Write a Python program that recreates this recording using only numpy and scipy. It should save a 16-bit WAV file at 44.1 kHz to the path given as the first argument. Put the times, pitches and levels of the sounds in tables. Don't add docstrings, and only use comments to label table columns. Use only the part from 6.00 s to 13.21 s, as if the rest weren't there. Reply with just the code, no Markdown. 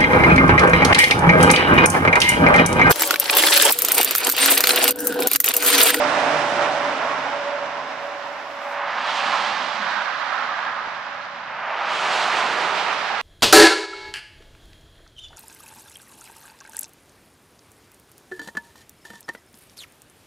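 import sys
import numpy as np
from scipy import signal
from scipy.fft import rfft, irfft, next_fast_len
from scipy.io import wavfile

SR = 44100
rng = np.random.default_rng(int(sys.argv[2]) if len(sys.argv) > 2 else 0)


def master(y):
    cut = np.clip(np.atleast_2d(y).T, -1, 1)
    pcm = np.round(cut * 32767)
    wavfile.write(sys.argv[1], SR, pcm.astype(np.int16))


N = 318137
TIME_S = np.arange(N) / SR
FREQ_HZ = np.maximum(np.fft.rfftfreq(next_fast_len(N, real=True), 1 / SR), 1)

# nearest at s, time to travel its nearest distance in s,
# clears the parked trucks at s, out of view at s, rumble, tread roar, spray and mist level in dB
# before wander, shadow and distance, left minus right in dB when nearest and its swing in dB, before pan share.
PASSES = [(0.14, 0.8, -2.0, -1.5, -28.8, -21.2, -33.4, -48.2, -7.3, 2.8),
          (3.29, 0.47, 2.7, 3.75, -40.3, -23.7, -30.5, -50.2, -5.5, -3.1),
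          (4.38, 0.48, 3.6, 3.7, -48, -27.2, -46.3, -69.5, -6.8, 3.5),
          (6.33, 0.6, 5.59, 6.8, -37.4, -21.8, -29.6, -44.5, -4.5, -2.9),
          (7.2, 0.4, 6.65, 7.05, -52, -28.8, -43, -85, -6, -2)]
# centre in s, 1/e half-width in s,
# tread roar change in dB, spray and mist change in dB, negative for a dip.
SLUSH_CHANGES = [(0.64, 0.05, 1.8, 1.2), (1.13, 0.17, 1.8, 0.3), (2.83, 0.08, 1.2, 0),
                 (3.17, 0.05, -0.2, 1.2), (3.33, 0.045, 1.2, 0.4), (3.68, .1, -1.5, 0),
                 (3.91, 0.07, 1.0, 1.4), (4.42, 0.1, 0.7, 1.0), (5.97, 0.04, -1.0, 1.2),
                 (6.17, 0.07, 1.3, 2.3), (6.28, .035, -1.4, -1.2), (6.36, 0.035, -0.3, 1.3),
                 (6.44, .035, .9, -1), (6.52, .05, -.5, -1.2), (6.66, .03, .8, .5), (6.79, 0.05, 1.0, 2.1)]
# power of distance by which amplitude falls, extra time hidden in s,
# share of the pan, distance lag in s, time constant of coming out of the sound shadow in s.
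RUMBLE_LAW = (1.9, 0.2, 0.15, .14, .12)
ROAR_LAW = (1.29, 0.0, 0.97, 0, .08)
SPRAY_LAW = (1.38, 0.31, 1.0, -.01, .07)
MIST_LAW = (2.45, 0.35, .95, -.06, .035)
# frequency in Hz, relative density in dB.
TRUCK_RUMBLE = [(25, -50), (60, -25), (120, -13), (200, -7), (280, 1.5), (340, -2.5), (400, 0.5),
                (480, 2.5), (560, 9), (640, 7.5), (760, -3), (1000, -61)]
CAR_RUMBLE = [(25, -48), (60, -27), (110, -11.5), (180, -1), (260, 4.5), (340, -1), (410, -3), (490, 1),
              (600, 10), (900, -58)]
PICKUP_RUMBLE = [(25, -48), (60, -33), (110, -15), (190, -4), (300, -3), (400, 3.5), (480, 3.5), (600, -4),
                 (900, -48.5)]
# frequency in Hz, relative density in dB.
TRUCK_TREAD = [(360, -42.5), (620, -2), (1100, -2.5), (1240, -6), (1350, -3.5), (2000, -9), (3000, -18),
               (3900, -57), (6600, -120)]
CAR_TREAD = [(260, -41), (450, -21), (562, -11), (623, -9.5), (803, -0.5), (1260, -1), (1360, -3.5),
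             (1520, -4.5), (1720, -4), (3000, -17), (3900, -30), (6600, -120)]
NEXT_CAR_TREAD = [(260, -49), (450, -22), (536, -17), (566, -12), (623, -11), (742, -6.5), (856, -4.5),
                  (1240, -1.5), (1650, -3), (2070, -9), (3000, -21.5), (3900, -26), (6600, -120)]
PICKUP_TREAD = [(260, -47), (450, -21), (608, -3.5), (675, -5), (760, -1), (980, 0), (1080, -3.5),
                (1180, 0), (1900, -5.5), (3000, -13.5), (3900, -36), (6600, -120)]
LAST_PICKUP_TREAD = [(260, -40), (450, -16), (600, -4), (850, -2), (1200, -2), (1600, -1.5), (2100, -3),
                     (3000, -15), (3900, -26), (6600, -100)]
# frequency in Hz, relative density in dB.
TRUCK_SPRAY = [(1200, -30), (2200, -2.5), (2900, -1), (3600, -1), (4300, -6.5), (5400, -7), (6400, -15),
               (7500, -21.5), (10000, -48), (14000, -70)]
SPRAY = [(1200, -40), (2200, -2.6), (2900, -0.8), (3800, -2.6), (5000, -7.8), (6200, -16), (7500, -27.5),
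         (10000, -52), (14000, -69)]
TRUCK_MIST = [(4500, -27), (6000, 1), (6800, -1.5), (7900, -3), (9200, -5.5), (10500, -16.5), (11500, -32),
              (13000, -50), (15500, -53)]
MIST = [(4500, -23), (6000, 0.5), (7000, 1), (8200, -2.5), (10000, -13.5), (11500, -24), (12600, -34),
        (13600, -44), (15500, -52)]
PICKUP_MIST = [(4500, -23), (6000, 1), (7000, 0.5), (8200, -3.5), (10000, -13), (11500, -18.5),
               (12600, -25), (13600, -42), (15500, -52)]
DIRECT_SHARE, HIDE_S = .72, .13


def tyres():
    slush = walk(14)
    roar_change_db = .6 * walk(11) + sum(db * swell(s, width_s) for s, width_s, db, _ in SLUSH_CHANGES)
    spray_change_db = sum(db * swell(s, width_s) for s, width_s, _, db in SLUSH_CHANGES)
    voices = [(TRUCK_RUMBLE, TRUCK_TREAD, TRUCK_SPRAY, TRUCK_MIST),
              (CAR_RUMBLE, CAR_TREAD, SPRAY, MIST),
              (CAR_RUMBLE, NEXT_CAR_TREAD, SPRAY, MIST),
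              (PICKUP_RUMBLE, PICKUP_TREAD, SPRAY, PICKUP_MIST),
              (PICKUP_RUMBLE, LAST_PICKUP_TREAD, SPRAY, MIST)]
    out = 0
    for vehicle, (rumble, tread, spray, mist) in zip(PASSES, voices):
        _, _, _, gone_s, rumble_db, roar_db, spray_db, mist_db, _, _ = vehicle
        in_view = DIRECT_SHARE * (1 - opening(gone_s, HIDE_S))
        parts = [(turbulence, rumble, rumble_db, RUMBLE_LAW),
                 (turbulence, tread, roar_db + roar_change_db, ROAR_LAW),
                 (spatter, spray, spray_db + spray_change_db + .55 * slush, SPRAY_LAW),
                 (spatter, mist, mist_db + spray_change_db + .9 * slush, MIST_LAW)]
        for excite, colour, db, law in parts:
            noise = radiate(excite(), colour, in_view) * undb(db)
            out = out + drive_by(noise, vehicle, law)
    return out


def drive_by(x, vehicle, law):
    nearest_s, travel_s, clear_s, *_, left_db, swing_db = vehicle
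    falloff, hidden_s, pan_share, later_s, emerge_s = law
    unshadowed = np.sqrt(opening(clear_s + hidden_s, emerge_s))
    gain = unshadowed / distance(vehicle, later_s) ** falloff
    sine_of_bearing = (TIME_S - nearest_s) / travel_s / distance(vehicle)
    return pan(x * gain, pan_share * (left_db + swing_db * sine_of_bearing))


def distance(vehicle, later_s=0):
    nearest_s, travel_s = vehicle[:2]
    return np.hypot(1, (TIME_S - nearest_s - later_s) / travel_s)


def spatter():
    return turbulence() + .63 * droplets(per_s=5000, spread_db=2.0)


def droplets(per_s, spread_db):
    hit = rng.random((2, N)) < per_s / SR
    size = undb(spread_db * np.minimum(rng.exponential(size=(2, N)), 5))
    return unit(hit * size * turbulence()) / np.sqrt(2)


# centre in s, 1/e half-width in s, band centre in Hz,
# bandwidth at half amplitude in Hz (both before the shared colour), peak level in dB.
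SPLASHES = [(0.03, .035, 5000, 1800, -39), (3.1, .035, 3200, 1900, -33), (3.21, .05, 2700, 900, -35),
            (5.96, .05, 3050, 800, -34.5), (6.36, .03, 2600, 900, -34), (6.8, .05, 2800, 1500, -36)]


def splashes():
    colour = [(800, -20), (2000, 0), (6000, 0), (12000, -25)]  # Hz, dB
    out = 0
    for s, width_s, hz, width_hz, db in SPLASHES:
        sheet = shaped(spatter(), 1 / (1 + (2 * (FREQ_HZ - hz) / width_hz) ** 2))
        out = out + radiate(sheet, colour) * undb(db) * swell(s, width_s)
    return pan(out, -5)


# centre in s, 1/e half-width in s, pitch at the centre in Hz,
# bandwidth at half amplitude in Hz, peak level in dB.
HOWLS = [(0.55, .14, 345, 26, -37), (0.66, .15, 770, 110, -31), (1.1, .1, 1120, 130, -32),
         (1.3, .12, 830, 160, -35), (1.76, .14, 1020, 150, -36), (2.305, .08, 900, 60, -40),
         (3.32, .09, 798, 80, -31.5), (3.35, .06, 1060, 90, -28), (3.38, .11, 1370, 70, -33),
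         (3.95, .16, 1520, 240, -29.8), (4.42, .09, 1330, 170, -30), (4.55, .12, 1160, 220, -31.5),
         (4.8, .07, 1250, 200, -35), (4.6, .24, 1660, 300, -35.5), (5.74, .07, 900, 180, -34),
         (6.17, .06, 860, 160, -29), (6.44, .05, 1040, 180, -29), (7.13, .05, 830, 130, -28.5)]
HOWL_SAG_PER_S = .1


def howls():
    out = 0
    for s, width_s, hz, width_hz, db in HOWLS:
        flutter = shaped(turbulence(), 1 / (1 + (2 * FREQ_HZ / width_hz) ** 2))
        pitch_hz = hz * np.exp(-HOWL_SAG_PER_S * (TIME_S - s))
        phase = 2 * np.pi * np.cumsum(pitch_hz) / SR
        ring = unit(flutter[0] * np.cos(phase) + flutter[1] * np.sin(phase))
        out = out + ring * undb(db) * swell(s, width_s)
    return pan(out, -6.5)


# centre in s, 1/e half-width in s, added amplitude in dB before flutter.
SONG_SWELLS = [(0.02, 0.04, -28), (0.33, .1, -33), (0.61, 0.045, -30), (0.81, 0.035, -31.5),
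               (1.355, .025, -34), (1.415, .025, -32.5), (1.475, .02, -28), (1.548, 0.024, -25.5),
               (1.63, 0.026, -32), (2.065, 0.042, -35.5), (2.25, .08, -47), (2.72, 0.13, -40.5)]
SONG_FAR_HZ, SONG_NEAREST_DB, SONG_FALLOFF = 569.5, -34.5, 1.0


def tyre_song():
    hz = SONG_FAR_HZ * doppler() * (1 + .003 * walk(25))
    steady = undb(SONG_NEAREST_DB + 1.6 * walk(9)) / distance(PASSES[0]) ** SONG_FALLOFF
    strength = steady + sum(undb(db) * swell(s, width_s) for s, width_s, db in SONG_SWELLS)
    flutter = undb(1.4 * walk(35))
    return pan(tone(hz) * strength * flutter, -4.0)


# multiple of the crank rate, relative level in dB.
DIESEL_ORDERS = [(3, -20), (4, -12.5), (5, -6), (6.5, -10), (8.5, -2), (9, -5), (9.5, -3), (11, -8),
                 (15, -5)]
CRANK_FAR_HZ, DIESEL_NEAREST_DB, DIESEL_FALLOFF = 30.0, -36, 2.05
# start in s, end in s, pitch at the start in Hz,
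# fall in Hz per s, rms pitch roughness as a share, level in dB before wander.
DRONES = [(3.28, 4.0, 222, 28, .08, -51), (3.7, 3.95, 204, 10, .012, -52), (5.85, 7.3, 91, 3, .025, -66),
          (6.33, 6.88, 408, 15, .015, -48)]
DRONE_FADE_S = .022


def engines():
    diesel = 0
    for order, db in DIESEL_ORDERS:
        hz = order * CRANK_FAR_HZ * doppler() * (1 + .011 * walk(20))
        diesel = diesel + tone(hz) * undb(db + 3 * walk(6))
    out = unit(diesel) * undb(DIESEL_NEAREST_DB) / distance(PASSES[0]) ** DIESEL_FALLOFF
    for start_s, end_s, start_hz, sag_hz_per_s, rough, db in DRONES:
        facing = opening(start_s, DRONE_FADE_S) - opening(end_s, DRONE_FADE_S)
        hz = (start_hz - sag_hz_per_s * (TIME_S - start_s)) * (1 + rough * walk(55))
        out = out + tone(hz) * facing * undb(db + 2.8 * walk(25))
    return pan(out, -.6)


DOPPLER_SHARE, RECEDE_S = .044, .62


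def doppler():
    return 1 + DOPPLER_SHARE * np.exp(-TIME_S / RECEDE_S)


def tone(hz):
    return np.sqrt(2) * np.sin(2 * np.pi * np.cumsum(hz) / SR)


# start in s, level in dB before the decay, decay time constant in s.
SLAPS = [(4.812, -34, .008), (4.856, -31.5, .008), (4.872, -31, .009), (4.988, -38, .006),
         (5.092, -31, .002)]


def slaps():
    colour = [(100, -20), (250, -5), (450, -6), (800, 1), (1400, -2), (2200, -16), (5000, -35), (12000, -70)]
    knock = radiate(turbulence(), colour)
    envelope = sum(undb(db) * burst(s, decay_s) for s, db, decay_s in SLAPS)
    return pan(knock * envelope, -2)


def drip(s, db, decay_s):
    colour = [(4000, -25), (6500, 2), (9500, 0), (11500, -18), (15000, -38)]  # Hz, dB
    return radiate(turbulence(), colour) * burst(s, decay_s) * undb(db)


def burst(s, decay_s):
    age_s = np.maximum(TIME_S - s, 0)
    return np.minimum(age_s / .0011, 1) * np.exp(-age_s / decay_s)


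# time in s, level in dB before wander and pan.
SIZZLE = [(1.6, -82), (1.78, -77), (1.88, -66), (1.96, -65), (2.06, -59), (2.14, -63), (2.32, -59),
          (2.46, -59.5), (2.6, -56.5), (2.72, -53), (2.86, -73), (3.2, -84)]
# frequency in Hz, relative density in dB.
SIZZLE_COLOUR = [(2500, -5), (3400, 20), (4600, 12), (6500, 9), (8000, 6), (10000, -1), (11200, 0.5),
                 (13300, 2.5), (14400, -10), (16000, -10)]


def sizzle():
    level_db = curve(SIZZLE) + 1.1 * walk(20)
    return pan(radiate(turbulence(), SIZZLE_COLOUR) * undb(level_db), 4)


# time in s, level in dB before wander.
FAR_LEVEL = [(0, -62), (2.0, -60), (2.8, -67), (4.2, -56), (5.3, -52)]
# frequency in Hz, relative density in dB.
FAR_TRAFFIC = [(20, -48), (45, -38), (68, -11), (90, -1), (115, -1), (160, 4), (250, 3), (350, -9),
               (450, -7), (570, 1), (850, 4), (1800, -20), (5000, -50)]


def far_traffic():
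    level_db = curve(FAR_LEVEL) + 1.2 * walk(2)
    return radiate(turbulence(), FAR_TRAFFIC) * undb(level_db)


# frequency in Hz, correlation before the bounce phase.
LIKENESS = [(100, .998), (290, 0.985), (560, .93), (850, .81), (1500, 0.67), (3000, .5), (5500, 0.32),
            (12000, 0.3)]
# frequency in Hz, lead of the left ear in radians.
BOUNCE_PHASE = [(400, 0), (900, .12), (1600, .2), (3000, -.38), (5200, -.9), (12000, -1.1)]


def radiate(pair, colour, in_view=0):
    alike = np.clip(over_freq(LIKENESS), 0, 1)
    mid, side = shaped(pair, undb(over_freq(colour)) * np.sqrt([1 + alike, 1 - alike]))
    left = shaped(mid + side, np.exp(1j * over_freq(BOUNCE_PHASE)))
    bounced = np.array([left, mid - side])
    return unit(in_view * mid + (1 - in_view) * bounced)


def pan(x, left_db):
    gains = undb(np.array([[.5], [-.5]]) * left_db)
    return x * gains / gains.mean(axis=0)


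def turbulence():
    return rng.standard_normal((2, N))


def walk(rate_hz):
    return unit(shaped(rng.standard_normal(N), 1 / (1 + (FREQ_HZ / rate_hz) ** 4)))


def swell(s, width_s):
    return np.exp(-((TIME_S - s) / width_s) ** 2)


def opening(s, edge_s):
    return .5 + .5 * np.tanh((TIME_S - s) / (2 * edge_s))


def shaped(x, gain):
    size = next_fast_len(N, real=True)
    return irfft(rfft(x, size) * gain, size)[..., :N]


def over_freq(points):
    hz, value = np.transpose(points)
    return np.interp(np.log(FREQ_HZ), np.log(hz), value)


def curve(rows):
    s, value = np.transpose(rows)
    return np.interp(TIME_S, s, value)


def unit(x):
    return x / np.std(np.atleast_2d(x).mean(axis=0))


def undb(db):
    return 10 ** (np.asarray(db) / 20)


def scene():
    road = tyres() + splashes() + howls() + tyre_song() + engines() + slaps()
    return road + drip(s=.495, db=-39, decay_s=.005) + sizzle() + far_traffic()


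def record(dry):
    top_hz, ripple_db, stop_db = 15600, .2, 70
    return signal.sosfilt(signal.ellip(8, ripple_db, stop_db, top_hz, fs=SR, output="sos"), dry)


dry = scene()
out = record(dry)
master(out)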